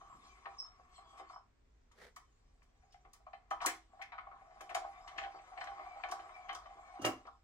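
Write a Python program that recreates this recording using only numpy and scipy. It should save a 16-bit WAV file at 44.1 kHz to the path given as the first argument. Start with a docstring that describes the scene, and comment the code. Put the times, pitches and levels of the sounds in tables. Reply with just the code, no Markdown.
"""Wooden bench in a quiet room: a hand cranks a sheet-steel toy crane, front winch first, then the top one.
Rubbing shafts and knocks feed grit into resonant modes of the hollow cab; ticks are short noise cracks.
The front shaft squeaks on decaying sines; creaks are gliding tones with noise-like strength.
The bucket clatters onto the bench near the end. Behind: a hand's hiss, a faint rumble at the start,
room echo and a steady stereo hum of shaped noise."""
import sys
import numpy as np
from scipy import signal
from scipy.fft import rfft, irfft, next_fast_len
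from scipy.io import wavfile
from scipy.ndimage import uniform_filter1d

SR = 44100
rng = np.random.default_rng(int(sys.argv[2]) if len(sys.argv) > 2 else 0)


def int16_out(signal):
    """Quantize to a 16-bit WAV file."""
    q = np.round(np.clip(np.atleast_2d(signal).T, -1, 1) * 32767)
    wavfile.write(sys.argv[1], SR, q.astype(np.int16))


N = 327663

# Shaft rubbing: t/s, pressure as cab level/dB, rasp level/dB
RUBBING = [(0.0, -65.5, -76), (0.58, -67.5, -77.5), (0.78, -74, -84.5), (1.26, -62.5, -88),
           (1.45, -97, -94.5), (1.88, -97, -94), (2.05, -94, -85), (2.67, -84.5, -88), (3.56, -77.5, -95.5),
           (3.68, -48, -63), (3.81, -85, -89), (3.97, -68, -84.5), (4.14, -66.5, -98), (4.51, -65, -82.5),
           (4.8, -60, -75.5), (5.57, -57.5, -77), (5.77, -56.5, -74), (6.1, -55, -74), (6.7, -60.5, -77.5),
           (7.1, -55, -75.5), (7.33, -82, -85), (7.43, -85, -92)]
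# What rubbing stirs, re pressure; rows front, top winch: box/dB, wall/dB, panel/dB, floor plate/dB
RUB_REACH_DB = [(-7, -6, -12, -18), (-0.5, -6, -13.5, -21.5)]
# Knocks of shaft, crank and fingers: t/s, level/dB, wall minus box/dB, panel re knock/dB
KNOCK_EVENTS = [(0.009, -44.5, 4, -9), (0.096, -50, 5, -26), (0.447, -47, -2, -27), (0.456, -38, 0.5, -3.5),
                (0.478, -50, -20, -27), (0.524, -50, -11, -21), (0.646, -50.5, 24, -12),
                (0.793, -51.5, -4, -40), (0.98, -47, -5, -10.5), (1.128, -53, -13, -30),
                (1.175, -47.5, -2, -6), (1.195, -38, -7, -10), (1.219, -52, -13, -15),
                (1.297, -46, -0.5, -9.5), (1.33, -49.5, 1, -7), (1.358, -42.5, 5, -15.5),
                (1.912, -60.5, 13, -1.5), (2.163, -45.5, 9.5, -1.5), (2.619, -67.5, 9, 5),
                (2.824, -60, -18, -2.5), (2.942, -48, -18, -8), (3.049, -52.5, -0.5, -4.5),
                (3.135, -59.5, 9, 5.5), (3.201, -57, -15, -32), (3.265, -44.5, 0, -11),
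                (3.332, -39, -8.5, -4), (3.509, -27, -3, -7), (3.521, -38, 0, -17), (3.604, -39, 0.5, 0),
                (3.614, -30, 3.5, -4), (3.647, -29, 0, -21), (3.663, -39, 10, 14.5),
                (3.929, -50, -14, -17.5), (3.966, -54.5, -15.5, -17.5), (3.992, -38.5, -10.5, -8.5),
                (4.014, -52.5, 7, 15.5), (4.12, -39, -1, 2), (4.181, -39.5, 14.5, -1),
                (4.267, -41.5, -2.5, -18), (4.313, -42, -0.5, -17.5), (4.416, -49, -13, -29),
                (4.556, -45.5, -28, -25), (4.606, -40, -8, -1), (4.692, -37, -14, -9.5),
                (4.707, -36.5, -6, -3), (4.747, -24, -10, -5.5), (4.762, -27, -7.5, -7.5),
                (4.785, -43, -9, -18), (4.813, -36, -19, -22), (4.843, -33, -11, -21),
                (4.86, -39, -24, -25), (5.074, -46.5, 1, 4.5), (5.161, -43, -17.5, -4),
                (5.183, -34.5, -5, 5.5), (5.212, -32, -19, -9), (5.236, -36.5, -12, 1),
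                (5.26, -36, -21, -25), (5.342, -40, -4.5, -24.5), (5.388, -51, -11, 1.5),
                (5.575, -35.5, -11.5, -4), (5.61, -34, -6, 4), (5.639, -42.5, 1, 1), (5.671, -33.5, -10, 0),
                (5.714, -39.5, -3.5, -28), (5.792, -39, -7.5, -16.5), (5.857, -47, 21, -16),
                (5.957, -38, -23, -36.5), (5.998, -45, 1, -13), (6.036, -32, -7, 1.5),
                (6.085, -41.5, 1, -9), (6.119, -27, -7, -10), (6.132, -45, 17, -29),
                (6.193, -41.5, -4.5, -1), (6.291, -45, 2, -10), (6.377, -53, -6, -31),
                (6.492, -35, -1.5, 6), (6.52, -41, 3, -2), (6.55, -39, 15, -9), (6.657, -43, -3.5, -3),
                (7.043, -28, -0.5, 1), (7.252, -47.5, -3.5, -4), (7.271, -43.5, 2, -19)]
# Jolts of the whole toy, felt in its floor plate: t/s, level/dB
JOLT_EVENTS = [(0.009, -71), (0.456, -55.5), (0.593, -68), (0.793, -67), (1.196, -54.5), (3.049, -65.5),
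               (3.509, -51.5), (3.663, -40), (4.607, -54.5), (4.707, -55.5), (4.759, -52), (5.162, -60.5),
               (5.236, -54.5), (5.341, -55.5), (5.715, -64), (5.791, -60.5), (6.035, -60), (6.099, -52.5),
               (6.192, -58.5), (6.51, -57), (6.55, -60), (6.753, -61.5), (7.043, -40.5), (7.251, -58.5)]
# Cab modes, four families: f/Hz, relative level/dB, t60/s
PLATE_MODES = [(328.2, 0, 0.38), (384, 5, 0.15), (459.4, 4.5, 0.13), (520, -3, 0.08)]
BOX_MODES = [(694, -33, 0.071), (661, 6.5, 0.064), (721.6, -1, 0.092), (742.3, 3, 0.04), (793.3, 7.5, 0.19),
             (806, -11, 0.18)]
WALL_MODES = [(983, -7.5, 0.12), (1081.4, 0.5, 0.074), (1131, 3, 0.041), (1175, -13, 0.12),
              (1233.6, -3, 0.097), (1270, -18, 0.17), (1374, -17, 0.24)]
PANEL_MODES = [(1488, -8.5, 0.14), (1617, -3, 0.1), (1771, 9.5, 0.018), (1935, -2.5, 0.057),
               (2115, 13.5, 0.014), (2130, -5.5, 0.0067), (2270, -0.5, 0.012), (2400, -17.5, 0.014),
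               (2970, -7, 0.014), (3070, -7, 0.066), (3381, -9.5, 0.045), (3715, -12.5, 0.0066),
               (4100, -14, 0.053)]
# Rasp spectrum, top of the rubbing: f/Hz, relative density/(dB per Hz)
RASP_SPECTRUM = [(1760, -38), (3000, -10.5), (3390, -2), (3670, -5), (7530, -6.5), (9000, -18),
                 (9920, -19.5), (11300, -23.5), (13000, -30)]
# Soft swells of the rasp: t/s, level/dB, 1/e half-length/s
SCUFF_EVENTS = [(0.28, -74, 0.038), (0.96, -71.5, 0.038), (1.11, -75, 0.036), (1.19, -66, 0.016),
                (1.314, -76.5, 0.028)]
# Metal-on-metal ticks: t/s, level/dB, tilt/(dB per octave), decay/s (held to 0.001-0.06)
TICK_EVENTS = [(0.588, -73, -6, 0.0055), (1.915, -66, -6.5, .0095), (2.16, -50, 0.5, 0.007),
               (2.626, -70.5, -2.5, .01), (2.9204, -65, -8, 0.016), (3.1314, -50.5, 0.5, 0.0057),
               (3.505, -52, -5, .011), (3.612, -52, -11.5, 0.067), (3.6594, -19, 3, 0.0046),
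               (4.0183, -48.5, -5, 0.006), (4.607, -49.5, 0, .006), (4.694, -57, -4, 0.0087),
               (4.7454, -36, -4, 0.009), (5.075, -52.5, -11, 0.011), (5.1768, -45.5, -16, 0.014),
               (5.2255, -51, -20, 0.014), (5.603, -53, -17.5, 0.012), (5.638, -52.5, -9.5, 0.0088),
               (5.661, -60, -13, .0066), (6.0865, -52.5, -9.5, 0.0076), (6.111, -43.5, -3.5, .011),
               (6.484, -51, -25, 0.0089), (6.527, -54, -6, .009), (6.547, -42.5, -7.5, .0066),
               (7.015, -52, -2, .024), (7.0473, -31.5, -3.5, 0.0073), (7.057, -37, 4.5, 0.0107),
               (7.082, -51, 10, 0.0071), (7.265, -62, -16.5, 0.011)]
# Tick spectrum, modes too dense to tell apart: f/Hz, relative density/(dB per Hz)
TICK_SPECTRUM = [(1800, -24.5), (3000, -6), (4000, -5.5), (5800, 2), (8000, -3.5), (10500, -8.5),
                 (13800, -17), (15300, -9), (16000, -11.5), (16800, -44)]
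# Front-shaft squeaks: t/s, level/dB, slip length/s
SQUEAK_EVENTS = [(0.576, -42, 0.025)]
# Squeak tones: f/Hz, level re squeak/dB, t60/s
SQUEAK_TONES = [(5305, 5, 0.086), (5360, 2.5, 0.061), (5530, -13.5, 0.31), (5620, -16, 0.036),
                (10700, -32, 0.058)]
# Narrow, rough creaks: t/s, f/Hz, level/dB, 1/e half-length/s
CREAK_EVENTS = [(0.265, 4120, -72, 0.023), (0.323, 2330, -69, 0.037), (.52, 2400, -70.5, 0.024),
                (0.969, 7790, -65.5, 0.02), (0.97, 4210, -65, 0.021), (1.095, 3330, -75, 0.06),
                (1.24, 2130, -73, 0.036), (1.302, 4460, -72.5, 0.025), (1.348, 5320, -63.5, 0.021),
                (2.93, 5200, -73, 0.019), (4.965, 2310, -69.5, 0.04), (5.913, 2300, -61, 0.045),
                (5.991, 2160, -72, 0.025), (6.36, 2304, -56, 0.015), (6.414, 2270, -63.5, 0.043),
                (6.899, 2220, -71, 0.098)]
# Bucket meets bench: t/s, belly level/dB, sides level/dB, bench level/dB, rattle length/s
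LANDING_EVENTS = [(6.991, -41.5, -54, -59.5, 0.015), (7.014, -40.5, -36.5, -42, 0.038),
                  (7.047, -32, -24, -36.5, 0.0036), (7.065, -30, -30, -50, 0.0029),
                  (7.089, -30.5, -39.5, -61, 0.0026), (7.135, -47, -55, -60, 0.01)]
# Bucket belly, bucket sides and bench modes: f/Hz, relative level/dB, t60/s
BELLY_MODES = [(285, -5, .07), (320, 0, .1), (400, -7, .06)]
SIDE_MODES = [(511, -5, 0.11), (607.6, -1.5, 0.12), (821, -5, 0.062), (1083, -6, 0.1), (1304, -4.5, 0.066),
              (1500, -18, 0.038), (1620, -9, 0.013), (2290, -13, 0.029), (2812, 1.5, 0.043),
              (3080, -19.5, 0.016)]
BENCH_MODES = [(109, 9, .13), (180, -5, .1), (240.7, -6, .12)]
# Hand slides off the bench: t/s, level/dB
SWISH_CURVE = [(1.95, -83), (1.964, -74), (1.998, -58), (2.074, -61.5), (2.13, -80)]
# Swish spectrum: f/Hz, relative density/(dB per Hz)
SWISH_SPECTRUM = [(88, -41), (150, -3), (323, -10.5), (417, 5.5), (1050, -6), (1970, 1), (2550, -11.5),
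                  (4330, -11.5), (15300, -30.5), (16500, -46)]
# Room-air hum spectrum: f/Hz, relative density/(dB per Hz)
HUM_SPECTRUM = [(12, -26), (20, -7.5), (55, -3), (67, -8.5), (92, -17.5), (128, -17.5), (209, -26.5),
                (244, -18.5), (300, -26.5), (419, -23), (490, -27.5), (2420, -35.5), (2900, -40.5),
                (8140, -46), (9500, -70.5), (12400, -72.5), (20900, -120)]
# Left-right likeness of the hum: f/Hz, likeness/1
HUM_LIKENESS = [(60, 0.98), (110, .93), (180, 0.6), (550, 0), (15000, 0)]
# Direct sound at two spaced capsules, at side = 1: f/Hz, left phase lead/rad
CAPSULE_LEAD = [(0, 0.5), (1890, 1.85), (3700, 11.5), (5860, 11.5), (6550, 7), (7150, 19), (9650, 18.5),
                (10400, 23), (12400, 21), (13100, 17), (15800, 25), (16700, 29)]
# Same, level step at side = 1: f/Hz, left minus right/dB
CAPSULE_LEAN = [(60, 2.5), (150, -10.5), (380, 6), (950, 0), (2380, 8), (5980, -1), (15000, 5)]
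# Room decay: f/Hz, t60/s
ROOM_T60 = [(200, 0.26), (1000, 0.24), (4000, 0.24), (14000, 0.16)]

TOP_WINCH_S = 2.5   # hand moves from front winch to top one
RATTLE_S, RATTLE_LOG_SPREAD = 0.01, 0.36   # knock's rattle
PLATE_DB = -34.5   # floor plate re knock
JOGS_PER_S = 4   # small chance knocks
JOG_DB, JOG_SPREAD_DB, JOG_PANEL_DB = 5.5, 3.5, -6   # re pressure; tail; panel re jog
WHIR_HZ, WHIR_DB, WHIR_T60_S = 1114, -5, .07   # dB re pressure
TICK_RISE_S, SHIMMER_DB, SHIMMER_T60_S = 0.0054, -33.0, 0.13
CREAK_WIDTH, CREAK_SAG_PER_S = 0.038, 0.36   # shares of pitch
RUMBLE_DB, RUMBLE_ENDS_S, RUMBLE_FADE_S = -79, 0.38, 0.046
CAB_SIDE, BUCKET_SIDE = 0.92, -0.6   # share of capsule lead and lean; bucket hangs across from cab
ROOM_DB, HUM_DB, CUTOFF_HZ = -5, -69.5, 17100


def cab():
    """Hollow cab: knocks and rubbing feed four mode families; rubbing also whirs and rasps."""
    pressure_db, rasp_db = in_time(RUBBING)
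    front = np.arange(N) / SR < TOP_WINCH_S
    events = np.vstack([KNOCK_EVENTS, jogs(pressure_db, front)])
    at_s, level_db, lean_db, hard_db = events.T
    length_s = RATTLE_S * np.exp(RATTLE_LOG_SPREAD * rng.standard_normal(len(at_s)))
    contact = rms_one(grit(N, 3.2)) * from_db(1.72 * drift(40))
    reach_db = np.where(front, *np.array(RUB_REACH_DB)[:, :, None])
    rub_box, rub_wall, rub_panel, rub_plate = contact * from_db(pressure_db + reach_db)

    # positive lean weakens the box, negative the wall
    box_db = level_db - np.maximum(lean_db, 0)
    wall_db = level_db + np.minimum(lean_db, 0)
    plate = struck(PLATE_MODES, at_s, level_db + PLATE_DB, length_s, 3.5, rub_plate) + jolted_plate()
    box = struck(BOX_MODES, at_s, box_db, length_s, 1.5, rub_box)
    wall = struck(WALL_MODES, at_s, wall_db, length_s, 3.0, rub_wall)
    panel = struck(PANEL_MODES, at_s, level_db + hard_db, length_s, 4.35, rub_panel)
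    sheet = within(plate, 330, 1100) + within(box, 666.4, 783.5)
    sheet += within(wall, 910, 1500) + within(panel, 1600, 5000)
    return sheet + front * whir(contact, pressure_db) + rasp(contact, from_db(rasp_db))


def jogs(pressure_db, front):
    """Chance knocks follow the pressure and lean to the winch in use; rows as KNOCK_EVENTS."""
    draw = rng.random((JOGS_PER_S * N // SR, 3))
    at = (draw[:, 0] * N).astype(int)
    front_reach, top_reach = RUB_REACH_DB
    lean_db = np.where(front[at], front_reach[1] - front_reach[0], top_reach[1] - top_reach[0])
    lean_db = lean_db + 16 * (draw[:, 2] - .5)
    level_db = pressure_db[at] + JOG_DB - JOG_SPREAD_DB * np.log(1 - .95 * draw[:, 1])
    return np.transpose([at / SR, level_db, lean_db, np.full(len(at), JOG_PANEL_DB)])


def jolted_plate():
    """Jolts of the whole toy ring the floor-plate modes."""
    at_s, level_db = np.transpose(JOLT_EVENTS)
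    return struck(PLATE_MODES, at_s, level_db, np.full(len(at_s), RATTLE_S), 1.4)


def whir(contact, pressure_db):
    """Shaft contact excites one resonance, at a level set by the pressure."""
    return from_db(pressure_db + WHIR_DB) * rms_one(ring(contact, WHIR_HZ, WHIR_T60_S))


def rasp(contact, level):
    """Rubbing catches now one, now another of many short high modes."""
    t = np.arange(N) / SR
    for at_s, top_db, span_s in SCUFF_EVENTS:
        level = level + from_db(top_db) * np.exp(-((t - at_s) / span_s) ** 2)
    caught = np.zeros(N)
    for k, hz in enumerate(np.geomspace(2600, 13000, 30)):
        mode = rms_one(ring(np.roll(contact, 997 * k), hz, 220.0 / hz))   # shifted: modes differ
        caught += from_db(5.0 * drift(11)) * mode * np.sqrt(hz)
    return level * rms_one(coloured(caught, RASP_SPECTRUM))


def ticks():
    """Fast-dying noise crack over a weaker, slower shimmer; each has its own lumpy colour."""
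    at_s, level_db, tilt, decay_s = np.transpose(TICK_EVENTS)
    size = 16384
    t, decay_s = np.arange(size) / SR, np.clip(decay_s, .001, .06)[:, None]
    shimmer = from_db(SHIMMER_DB - 60 * t / SHIMMER_T60_S)
    shape = np.minimum(t / TICK_RISE_S, 1) * (np.exp(-t / decay_s) + shimmer)
    hz = np.fft.rfftfreq(size, 1 / SR)
    lumps = rms_one(uniform_filter1d(rng.standard_normal((len(at_s), len(hz))), size=80))
    colour_db = tilt[:, None] * np.log2(np.clip(hz, 2000, 16000) / 7000) + 1.8 * lumps
    noise = coloured(rng.standard_normal((len(at_s), size)), TICK_SPECTRUM, colour_db)
    cracks = noise * shape * from_db(level_db)[:, None]
    at = np.round(at_s * SR).astype(int)[:, None] + np.arange(size)
    return np.bincount(at.ravel(), cracks.ravel(), N + size)[:N]


def squeaks():
    """Tones swell while the shaft slips, then each dies at its own rate."""
    out, t = np.zeros(N), np.arange(N) / SR
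    for at_s, top_db, slip_s in SQUEAK_EVENTS:
        for hz, level_db, t60_s in SQUEAK_TONES:
            decay = from_db(-60 * np.maximum(t - at_s - slip_s, 0) / t60_s)
            swell = np.clip((t - at_s) / slip_s, 0, 1) ** 2 * decay
            gain = from_db(top_db + level_db + 2 * drift(59))
            out += swell * gain * np.sin(2 * np.pi * (hz * t + rng.random()))
    return out


def creaks():
    """Stick-slip at one joint: gliding tone, strength and sign wandering as fast as its width."""
    out, t = np.zeros(N), np.arange(N) / SR
    for at_s, hz, top_db, span_s in CREAK_EVENTS:
        since = t - at_s
        phase = 2 * np.pi * hz * (1 - CREAK_SAG_PER_S * since / 2) * since
        rate_hz = CREAK_WIDTH * hz / 2
        tone = drift(rate_hz) * np.sin(phase) + drift(rate_hz) * np.cos(phase)
        out += from_db(top_db) * np.exp(-(since / span_s) ** 2) * tone
    return out


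def bucket():
    """Bucket clatters down: belly booms, sides ring, bench thumps, each from its own modes."""
    at_s, belly_db, sides_db, bench_db, length_s = np.transpose(LANDING_EVENTS)
    belly = within(struck(BELLY_MODES, at_s, belly_db, length_s, 1.8), 214, 950)
    sides = within(struck(SIDE_MODES, at_s, sides_db, length_s, 2.8), 400, 5400)
    bench = within(struck(BENCH_MODES, at_s, bench_db, length_s, 0.85), 79, 410)
    return belly + sides + bench


def swish():
    """Skin slides over wood: brief broad hiss."""
    t = np.arange(N) / SR
    inside = (t > SWISH_CURVE[0][0]) & (t < SWISH_CURVE[-1][0])
    level = from_db(in_time(SWISH_CURVE)[0] + 2.0 * drift(55))
    return level * inside * banded_noise(SWISH_SPECTRUM, [(200, 0.9), (8000, 0.11)])


def rumble():
    """Lumpy low noise that soon fades."""
    fade = np.clip((RUMBLE_ENDS_S - np.arange(N) / SR) / RUMBLE_FADE_S, 0, 1)
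    low = rms_one(within(rng.standard_normal(N), 120, 300))
    return fade * from_db(RUMBLE_DB + 3.2 * drift(14)) * low


def room(x):
    """Echo: noise tail dying band by band, partly shared by both sides."""
    t, tail = np.arange(SR // 2) / SR, 0
    for low_hz in 100 * 2. ** np.arange(0, 7.5, .5):
        edges_hz = [low_hz, min(low_hz * 2 ** .5, .45 * SR)]
        band = signal.butter(2, edges_hz, "band", fs=SR, output="sos")
        mid, side = signal.sosfilt(band, rng.standard_normal((2, len(t))))
        wide = np.clip(low_hz / 1500, 0, 1)   # close capsules agree on long waves
        decay = from_db(-60 * t / max(at_hz(ROOM_T60, low_hz), .05))
        tail = tail + (mid + wide * side * [[1], [-1]]) * decay
    tail = tail * (t > .004) / np.sqrt(np.sum(tail ** 2) / 2)
    return signal.fftconvolve(x[None], tail, axes=1)[:, :N]


def hum():
    """Quiet room: steady stereo noise, alike left and right in the lows."""
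    return from_db(HUM_DB) * banded_noise(HUM_SPECTRUM, HUM_LIKENESS)


def capsules(x, side):
    """Two spaced capsules hear direct sound with a pitch-dependent phase and level step."""
    size = next_fast_len(N + 4096)
    hz = np.maximum(np.fft.rfftfreq(size, 1 / SR), 1)
    lead_rad = np.interp(hz, *np.transpose(CAPSULE_LEAD))
    half = from_db(side * at_hz(CAPSULE_LEAN, hz) / 2) * np.exp(.5j * side * lead_rad)
    return irfft(rfft(x, size) * np.array([half, 1 / half]), size)[:, :N]


def struck(modes, at_s, level_db, length_s, spread_db, rub=None):
    """Each blow, a short contact rattle, finds every mode with its own strength; rubbing feeds steadily."""
    size = 4096
    t, length_s = np.arange(size) / SR, np.clip(length_s, .001, .06)[:, None]
    rattle = grit((len(at_s), size), 4.72) * (t / length_s) ** 0.17 * np.exp(-t / length_s)
    rattle = rattle / np.sqrt(np.sum(rattle ** 2, axis=1, keepdims=True))
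    at = (np.round(at_s * SR).astype(int)[:, None] + np.arange(size)).ravel()
    strength = from_db(level_db[:, None] + rng.normal(0, spread_db, (len(at_s), len(modes))))
    share = from_db(np.array(modes)[:, 1])
    share = share / np.sqrt(np.sum(share ** 2))
    out = np.zeros(N)
    for k, (hz, _, t60_s) in enumerate(modes):
        at_pitch = np.abs(rattle @ np.exp(2j * np.pi * hz * t))   # rattle's content at this mode
        blows = (strength[:, k] / (at_pitch + .3))[:, None] * rattle
        force = np.bincount(at, blows.ravel(), N + size)[:N]
        if rub is not None:   # scaled so steady rubbing rings at its own rms, wandering per mode
            force = force + rub * from_db(3.5 * drift(12)) * np.sqrt(4 * np.log(1000) / (t60_s * SR))
        out += share[k] * ring(force, hz, t60_s)
    return out


def ring(force, hz, t60_s):
    """Two-pole resonator: a unit click starts a decaying sine of height 1."""
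    r = from_db(-60 / (max(t60_s, .005) * SR))
    w = 2 * np.pi * hz / SR
    return signal.lfilter([0, np.sin(w)], [1, -2 * r * np.cos(w), r * r], force + 1e-18)


def grit(shape, spread_db):
    """Uneven tiny contacts: random signs, long-tailed sizes."""
    size_db = spread_db * np.minimum(rng.exponential(1, shape), 5)
    return from_db(size_db) * rng.choice([-1, 1], shape)


def drift(rate_hz):
    """Slow chance of spread 1: low-passed noise, made at SR / 40."""
    r = np.exp(-80 * np.pi * rate_hz / SR)
    noise = rng.standard_normal(N // 40 + 2002)
    slow = signal.lfilter([1], [1, -2 * r, r * r], noise)[2000:]   # drop run-in
    return np.interp(np.arange(N) / 40, np.arange(len(slow)), rms_one(slow))


def banded_noise(spectrum, alike):
    """Stereo noise, rms 1, with level and likeness set by pitch."""
    hz = np.maximum(np.fft.rfftfreq(N, 1 / SR), 1)
    mid, side = rfft(rng.standard_normal((2, N))) * from_db(at_hz(spectrum, hz))
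    c = np.clip(at_hz(alike, hz), 0, 1)
    return rms_one(irfft(np.sqrt(1 + c) * mid + np.sqrt(1 - c) * side * [[1], [-1]], N))


def coloured(x, spectrum, more_db=0):
    """Give white rows a spectrum, keeping their energy."""
    hz = np.maximum(np.fft.rfftfreq(x.shape[-1], 1 / SR), 1)
    gain = from_db(at_hz(spectrum, hz) + more_db)
    gain = gain / np.sqrt(np.mean(gain ** 2, axis=-1, keepdims=True))
    return irfft(rfft(x) * gain, x.shape[-1])


def within(x, low_hz, high_hz):
    """Band-pass: a body radiates little outside its own range."""
    return signal.sosfilt(signal.butter(2, [low_hz, high_hz], "band", fs=SR, output="sos"), x)


def from_db(db):
    """Decibels to gain."""
    return 10 ** (np.asarray(db) / 20)


def rms_one(x):
    """Scale to rms 1."""
    return x / np.sqrt(np.mean(x ** 2) + 1e-20)


def in_time(rows):
    """Columns of a curve table at every sample."""
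    at_s, *columns = np.transpose(rows)
    return [np.interp(np.arange(N) / SR, at_s, c) for c in columns]


def at_hz(points, hz):
    """Read a curve on a log-frequency axis."""
    points_hz, values = np.transpose(points)
    return np.interp(np.log(hz), np.log(points_hz), values)


def scene():
    """Crane and bucket, direct and echoed, then hand and hum."""
    crane = cab() + ticks() + squeaks() + creaks() + rumble()
    load = bucket()
    direct = capsules(crane, CAB_SIDE) + capsules(load, BUCKET_SIDE)
    echo = from_db(ROOM_DB) * room(crane + load)
    return direct + echo + swish() + hum()


def record(dry):
    """Steep low-pass, 70 dB down from CUTOFF_HZ up."""
    return signal.sosfilt(signal.cheby2(12, 70, CUTOFF_HZ, fs=SR, output="sos"), dry)


dry = scene()
out = record(dry)
int16_out(out)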